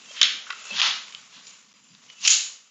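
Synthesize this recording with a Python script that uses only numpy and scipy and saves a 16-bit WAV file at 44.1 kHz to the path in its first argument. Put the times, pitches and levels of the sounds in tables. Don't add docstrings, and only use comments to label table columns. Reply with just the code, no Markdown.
import sys
import numpy as np
from scipy import signal
from scipy.fft import rfft, irfft
from scipy.io import wavfile
from scipy.ndimage import uniform_filter1d, minimum_filter1d

SR = 44100
rng = np.random.default_rng(int(sys.argv[2]) if len(sys.argv) > 2 else 0)


def dump(signal):
    limited = np.clip(np.atleast_2d(signal).T, -1, 1)
    pcm = np.round(limited * 32767).astype(np.int16)
    wavfile.write(sys.argv[1], SR, pcm)


def voltage_ratio(level):
    return 10 ** (np.asarray(level, float) / 20)


N = 119070
t = np.arange(N) / SR

# frequency in Hz, level in dB.
HUM_COLOUR = [(18, -52), (30, -17), (81, -14.5), (147, -3), (197, 1.5), (271, 1.5), (368, -16.5),
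              (500, -7.5), (650, -29.5), (1100, -120)]
HUM_DB, HUM_FADE_S, HUM_FADE_DB_PER_S = -70, 2.37, 26

# start in seconds, level in dB, frequency in Hz, T60 in seconds.
THUMPS = [(0, -63.5, 234, 1), (.1, -74.5, 520, .1), (.205, -53.5, 225, 0.7), (.33, -54, 239, 0.2),
          (0.704, -46, 570, 0.16), (0.711, -51, 198, 0.59), (.86, -60, 230, 1), (1.14, -68.5, 141, 0.83),
          (1.36, -58, 185, 0.31), (1.901, -57, 167, 0.47), (2.199, -59.5, 162, 0.5), (2.3, -73, 70, .4),
          (2.34, -77, 190, 0.22)]
THUMP_RISE_S, THUMP_WIDTH = 0.0038, 0.54

# time in seconds, level in dB.
CLOTH_LEVEL = [(0, -49.5), (.065, -48), (.14, -42.5), (.43, -46.5), (.59, -45), (.71, -39.5), (1.02, -45),
               (1.19, -46), (1.29, -52.5), (1.53, -49), (1.67, -56), (1.87, -57), (2.06, -56), (2.13, -51),
               (2.19, -55), (2.52, -49), (2.7, -63)]
# frequency in Hz, level in dB.
FABRIC_COLOUR = [(240, -46.5), (400, -15.5), (819, -15.5), (1100, -7.5), (1490, -9.5), (1640, -11.5),
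                 (2800, -5.5), (4660, -10), (7300, -6.5), (9490, -27.5), (16100, -120)]
FIBRE_GRAIN_DB, PATCH_DB, SWAY_DB = 1.4, 1.2, 0.8
CLOTH_BANDS_HZ = 250 * 2 ** (np.arange(11) / 2)

# centre in seconds, level in dB, frequency in Hz,
# half-length in seconds.
SQUEAKS = [(.108, -50, 3200, .016), (.095, -55, 2660, .03), (.711, -30, 2640, .005), (.72, -45, 2640, .06),
           (.745, -47, 3340, .025), (.712, -48, 4160, .012), (1.149, -58, 3010, .02),
           (1.76, -64, 4910, .035), (1.925, -65, 4810, .03), (2.15, -64, 2960, .035),
           (2.19, -57, 2700, .012), (1.89, -66, 7160, .12), (1.49, -58, 7010, .045),
           (1.445, -64, 4910, .03)]
SQUEAK_WAVER_HZ, SQUEAK_FLUTTER_DB, SQUEAK_GAIN_DB = 42, 3, 7

# start in seconds, peak in dB,
# frequency in Hz, T60 in seconds.
RINGS = [(.2145, -39.5, 636, .16), (0.2133, -26, 1410, 0.038), (.2145, -21, 2160, 0.088),
         (.2145, -25.5, 1864, 0.085), (.233, -21, 2116, 0.045), (0.5038, -24.5, 1450, .05),
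         (0.5048, -30.5, 1135, 0.068), (.5043, -38, 1950, 0.12), (0.5025, -32.5, 2770, 0.051),
         (0.5251, -29, 2710, 0.023), (0.53, -36, 1410, 0.068), (1.1486, -27, 3190, 0.013),
         (2.088, -46, 2960, .1), (2.1, -39, 2965, 0.11), (2.1, -41, 2500, 0.024),
         (.2302, -7, 3600, .04), (.2348, -7, 3250, .03), (.2315, -10, 3900, .05),
               (1.1245, -44, 3030, .05), (1.127, -40, 3700, .04), (1.1505, -35, 3010, .035),
               (1.172, -47, 3000, .04), (2.135, -51, 2960, .1), (2.165, -49, 2970, .1),
               (2.184, -50, 2660, .08), (.512, -36, 1990, .05), (.56, -42, 1330, .08),
               (.8164, -20, 1200, .005), (2.1002, -38, 2150, .012)]
RING_RISE_S, RING_FLUTTER_DB = 0.00052, 2.5

# level in dB, rise in dB per second, hold in seconds.
SCUFFS = [
    (-21.5, 2894, 0.024),
    (-22, 275, 0.072),
    (-22.5, 1442, 0.012),
    (-17.5, 333, 0.031),
    (-50, 226, 0.034),
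    (-49.5, 1447, 0.031),
    (-35.5, 897, 0.085),
    (-31.5, 521.5, 0.0087),
]
SCUFF_PEAKS_S = [.226, .8, 2.251, 2.304, 1.345, 1.471, .168, 2.234]
# frequency in Hz, level in dB.
MAT_COLOUR = [(240, -59), (400, -30), (906, -35), (1210, -19), (2000, -13.5), (3230, -4), (6630, -25.5),
              (7400, -43.5), (9620, -48.5), (16300, -120)]
# frequency in Hz, level in dB.
BOARD_COLOUR = [(240, -55), (400, -30.5), (987, -6.5), (2030, -5), (2160, -8.5), (2890, 0.5), (3510, 0.5),
                (7400, -12.5), (9620, -25), (16300, -120)]
# frequency in Hz, level in dB.
TABLE_COLOUR = [(240, -71), (400, -42), (1140, -19), (1770, -22.5), (2890, -6.5), (4170, -10.5),
                (7400, -9.5), (9620, -33.5), (16300, -120)]
# frequency in Hz, level in dB.
HAND_COLOUR = [(240, -80), (400, -41.5), (1320, -23), (2530, -12), (2860, -6), (5520, -9), (6960, 0.5),
               (7400, -4), (9620, -9), (16300, -120)]
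SCUFF_COLOURS = (MAT_COLOUR, BOARD_COLOUR, TABLE_COLOUR, HAND_COLOUR,
                 BOARD_COLOUR, HAND_COLOUR, MAT_COLOUR, TABLE_COLOUR)
SCUFF_RELEASE_S, SCUFF_GRAIN_DB, SCUFF_WET_DB = 0.021, 1.6, -2

# start in seconds, peak in dB, centre in Hz,
# T60 in seconds.
SLIPS = [(.4915, -35, 1410, 0.013), (.4985, -38, 1300, 0.023), (.502, -32, 2000, 0.011),
         (.7304, -26.5, 2680, 0.023), (.7673, -23.5, 3260, 0.022), (.7967, -13.5, 2870, .02),
         (.8017, -20, 3020, 0.048), (.8371, -20, 2900, .02), (.849, -13, 3530, 0.022),
         (.908, -14, 3160, 0.022), (2.2545, -13, 5000, .02), (2.3043, -9, 7100, .02),
         (2.309, -5.5, 6550, .01), (2.312, -7, 6370, .02), (2.3145, -5.5, 6610, .008),
         (2.3185, -9, 6780, 0.014), (2.3215, -9.5, 7300, 0.0087), (2.3305, -12, 7050, .015),
         (2.3375, -12.5, 6780, .01), (2.348, -12, 6490, .008), (2.3515, -13, 6860, 0.016),
         (2.368, -12.5, 6720, .01)]
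# start in seconds, peak in dB, centre in Hz, T60 in seconds.
CLICKS = [(.5042, -16.5, 2630, 0.035), (.5255, -24.5, 2460, 0.0075), (1.082, -31, 3000, .02),
          (1.1243, -30, 3000, 0.0089), (1.1484, -24, 3400, 0.007), (1.468, -33, 4170, 0.05),
          (1.95, -35, 3000, 0.0063), (2.0996, -35.5, 2590, 0.03), (2.2773, 1.5, 3980, 0.02),
          (.2144, -5.5, 4320, 0.019), (.7085, -42, 1500, 0.017)]
# start in seconds, peak in dB, centre in Hz, T60 in seconds.
CRACKS = [(.107, -45, 601, 0.024), (0.2138, -3, 3256, 0.073), (.2145, -8, 5470, 0.029),
          (.215, -19.5, 1410, 0.085), (0.2167, -44.5, 605, 0.05), (.229, -7, 6240, 0.033),
          (.2295, -4.5, 3610, 0.044), (0.2348, -21, 3094, 0.017), (.467, -34, 1490, 0.063),
          (.5045, -29.5, 1393, 0.077), (.531, -39.5, 1290, 0.028), (0.8162, 0, 3290, 0.0052),
          (2.2489, -17, 2730, 0.14), (2.2495, -16, 4880, 0.042), (2.2745, -1.5, 6890, 0.029),
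          (2.2765, -4.5, 6350, 0.02), (2.2765, -4.5, 2740, 0.021), (2.281, 0, 7030, 0.01),
          (2.285, -12, 6830, 0.0055)]
SLIP_WIDTH, CLICK_WIDTH, CRACK_WIDTH = 0.3, 1.16, 0.35
CRACK_WET_DB = -8

ROOM_T60_S, ROOM_BUILD_S = 0.43, 0.015

# start in seconds, end in seconds, gain in dB.
DROPS = [(.8098, .813, -27), (.813, .8158, -16), (.8176, .8188, -5), (2.2797, 2.2808, -8),
         (2.2825, 2.284, -6), (.2375, .2395, -5), (1.7232, 1.7256, -30), (1.7305, 1.7385, -40),
         (2.272, 2.274, -12), (.207, .2135, -3), (.222, .2285, -5)]
# start in seconds, end in seconds.
STARVED = [(.18, .213), (.256, .29), (.337, .385), (.425, .47), (.76, .822), (.833, .863), (.912, .955),
           (.99, 1.015), (1.03, 1.065), (.214, .228), (.872, .878), (.886, .891), (.62, .64)]
STARVED_DB, STARVING_ENDS_S = -18, 1.2
TOP_GAP_DB, TOP_BLOCK_S, TOP_OPEN, TOP_OPEN_LATE = -10, 0.016, 0.8, 0.95
# time in seconds, level in dB.
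TICKS = [
    (.2198, -45),
    (2.2725, -38),
    (2.278, -26),
]
# frequency in Hz, level in dB.
TICK_COLOUR = [(6000, -30), (8300, 9), (9300, 13), (11000, 1), (15400, -1.5), (15600, -40.5)]
# frequency in Hz, level in dB.
BODY_FILTER = [(20, 0), (7220, 0), (7280, -80)]
TOP_FILTER = [(7220, -4), (7900, -19), (8220, -28), (8370, -75)]
HISS_COLOUR = [(6000, -34), (8300, -8), (9600, 0.5), (11000, 4.0), (15400, 1.5), (15600, -43.5)]
HISS_DB, CEILING = -90, 0.96


def noise():
    return rng.standard_normal(N)


def level(x, db):
    return x * voltage_ratio(db) / np.sqrt(np.mean(x ** 2))


def colour(x, table):
    hz, db = np.array(table).T
    f = np.arange(N // 2 + 1) * SR / N + 1
    return irfft(rfft(x) * voltage_ratio(np.interp(np.log(f), np.log(hz), db)), N)


def band(x, hz, width_hz):
    return signal.lfilter(*signal.iirpeak(hz, hz / width_hz, SR), x)


def walk(rate_hz):
    k = max(int(SR / rate_hz), 2)
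    held = noise()[np.arange(N) // k]
    slewed = uniform_filter1d(uniform_filter1d(held, k), k)
    return slewed / slewed.std()


def room(x):
    tail = noise() * (1 - np.exp(-t / ROOM_BUILD_S)) * voltage_ratio(-60 * t / ROOM_T60_S)
    return signal.fftconvolve(x, tail / np.sqrt(np.sum(tail ** 2)))[:N]


def hum():
    fade_db = -HUM_FADE_DB_PER_S * np.maximum(t - HUM_FADE_S, 0)
    return level(colour(noise(), HUM_COLOUR), HUM_DB) * voltage_ratio(0.85 * walk(11.0) + fade_db)


def thumps():
    out = np.zeros(N)
    for s, db, hz, t60 in THUMPS:
        u = np.maximum(t - s, 0)
        width_hz = THUMP_WIDTH * hz
        rumble = level(band(band(noise(), hz, width_hz), hz, width_hz), db)
        out += (1 - np.exp(-u / THUMP_RISE_S)) * voltage_ratio(-60 * u / t60) * rumble
    return out


def cloth():
    raw = rfft(colour(noise() * voltage_ratio(FIBRE_GRAIN_DB * walk(300)), FABRIC_COLOUR))
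    sway_db = SWAY_DB * walk(12.21)
    f = np.arange(N // 2 + 1) * SR / N + 1
    rustle = np.zeros(N)
    for hz in CLOTH_BANDS_HZ:
        window = np.cos(np.pi / 2 * np.clip(2 * np.log2(f / hz), -1, 1)) ** 2
        rustle += irfft(raw * window, N) * voltage_ratio(sway_db + PATCH_DB * walk(28))
    rustle = level(colour(rustle, [(7000, -2), (8200, 7.0)]), 0)
    return rustle * voltage_ratio(np.interp(t, *np.array(CLOTH_LEVEL).T))


def squeaks():
    out = np.zeros(N)
    for s, db, hz, half_s in SQUEAKS:
        tone = np.sin(2 * np.pi * np.cumsum(hz + SQUEAK_WAVER_HZ * walk(150)) / SR)
        gain = voltage_ratio(db + SQUEAK_GAIN_DB + SQUEAK_FLUTTER_DB * walk(120))
        out += np.exp(-np.abs(t - s) / half_s) * gain * tone
    return out


def rings():
    modes = np.zeros(N)
    for s, db, hz, t60 in RINGS:
        u = np.maximum(t - s, 0)
        envelope = voltage_ratio(db - 60 * u / t60) * np.minimum(u / RING_RISE_S, 1)
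        modes += envelope * np.sin(2 * np.pi * hz * u)
    return modes * voltage_ratio(RING_FLUTTER_DB * walk(250))


def scuffs():
    out = np.zeros(N)
    for s, (db, rise, hold), look in zip(SCUFF_PEAKS_S, SCUFFS, SCUFF_COLOURS):
        swell = voltage_ratio(np.minimum(rise * (t - s), 0))
        release = np.exp(-np.maximum(t - s - hold, 0) / SCUFF_RELEASE_S)
        grain = noise() * voltage_ratio(SCUFF_GRAIN_DB * walk(400))
        out += swell * release * level(colour(grain, look), db)
    return out


def cracks(rows, width, snap):
    out = np.zeros(N)
    u = t[:4000]
    for s, db, hz, t60 in rows:
        i = int(s * SR)
        burst = rng.standard_normal(4000) * voltage_ratio(-60 * u / t60) * np.minimum(u / 0.00047, 1)
        burst[12] += snap
        for wide in (1, 1.5, 1.5):
            burst = band(burst, hz, wide * width * hz)
        out[i:i + 4000] += voltage_ratio(db) * burst / np.abs(burst).max()
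    return out


def scene():
    snaps = cracks(CRACKS, CRACK_WIDTH, 2.5) + cracks(CLICKS, CLICK_WIDTH, 3.5)
    rub = scuffs()
    wet = room(voltage_ratio(CRACK_WET_DB) * snaps + voltage_ratio(SCUFF_WET_DB) * rub)
    background = hum() + squeaks() + thumps() + cloth()
    slips = cracks(SLIPS, SLIP_WIDTH, 2.1)
    return (snaps + rub + wet + background + slips + rings())[None]


def limit(x):
    peak = -minimum_filter1d(-np.abs(x), size=61)
    return x * np.minimum(1, CEILING / np.maximum(uniform_filter1d(peak, size=31), 1e-9))


def starve(top):
    open_share = np.where(t < STARVING_ENDS_S, TOP_OPEN, TOP_OPEN_LATE)
    shut = rng.random(N)[(t / TOP_BLOCK_S).astype(int)] > open_share
    starved = sum((t > a) & (t < b) for a, b in STARVED)
    return top * uniform_filter1d(voltage_ratio(TOP_GAP_DB * shut + STARVED_DB * starved), size=100)


def splice_ticks():
    splice = np.zeros(N)
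    for s, db in TICKS:
        splice[int(s * SR)] += voltage_ratio(db)
    return colour(splice, TICK_COLOUR)


def top_cut(x):
    return signal.sosfilt(signal.butter(12, 15500, fs=SR, output="sos"), x)


def record(dry):
    drop_db = sum(db * ((t > a) & (t < b)) for a, b, db in DROPS)
    x = dry * uniform_filter1d(voltage_ratio(drop_db), size=24)
    x = signal.sosfilt(signal.butter(2, 90, "high", fs=SR, output="sos"), x)
    x = limit(x)[0]
    body = colour(x, BODY_FILTER)
    top = starve(colour(x - body, TOP_FILTER))
    hiss = colour(level(noise(), HISS_DB), HISS_COLOUR)
    mix = body + top + splice_ticks() + hiss
    return top_cut(mix[None])


dry = scene()
out = record(dry)
dump(out)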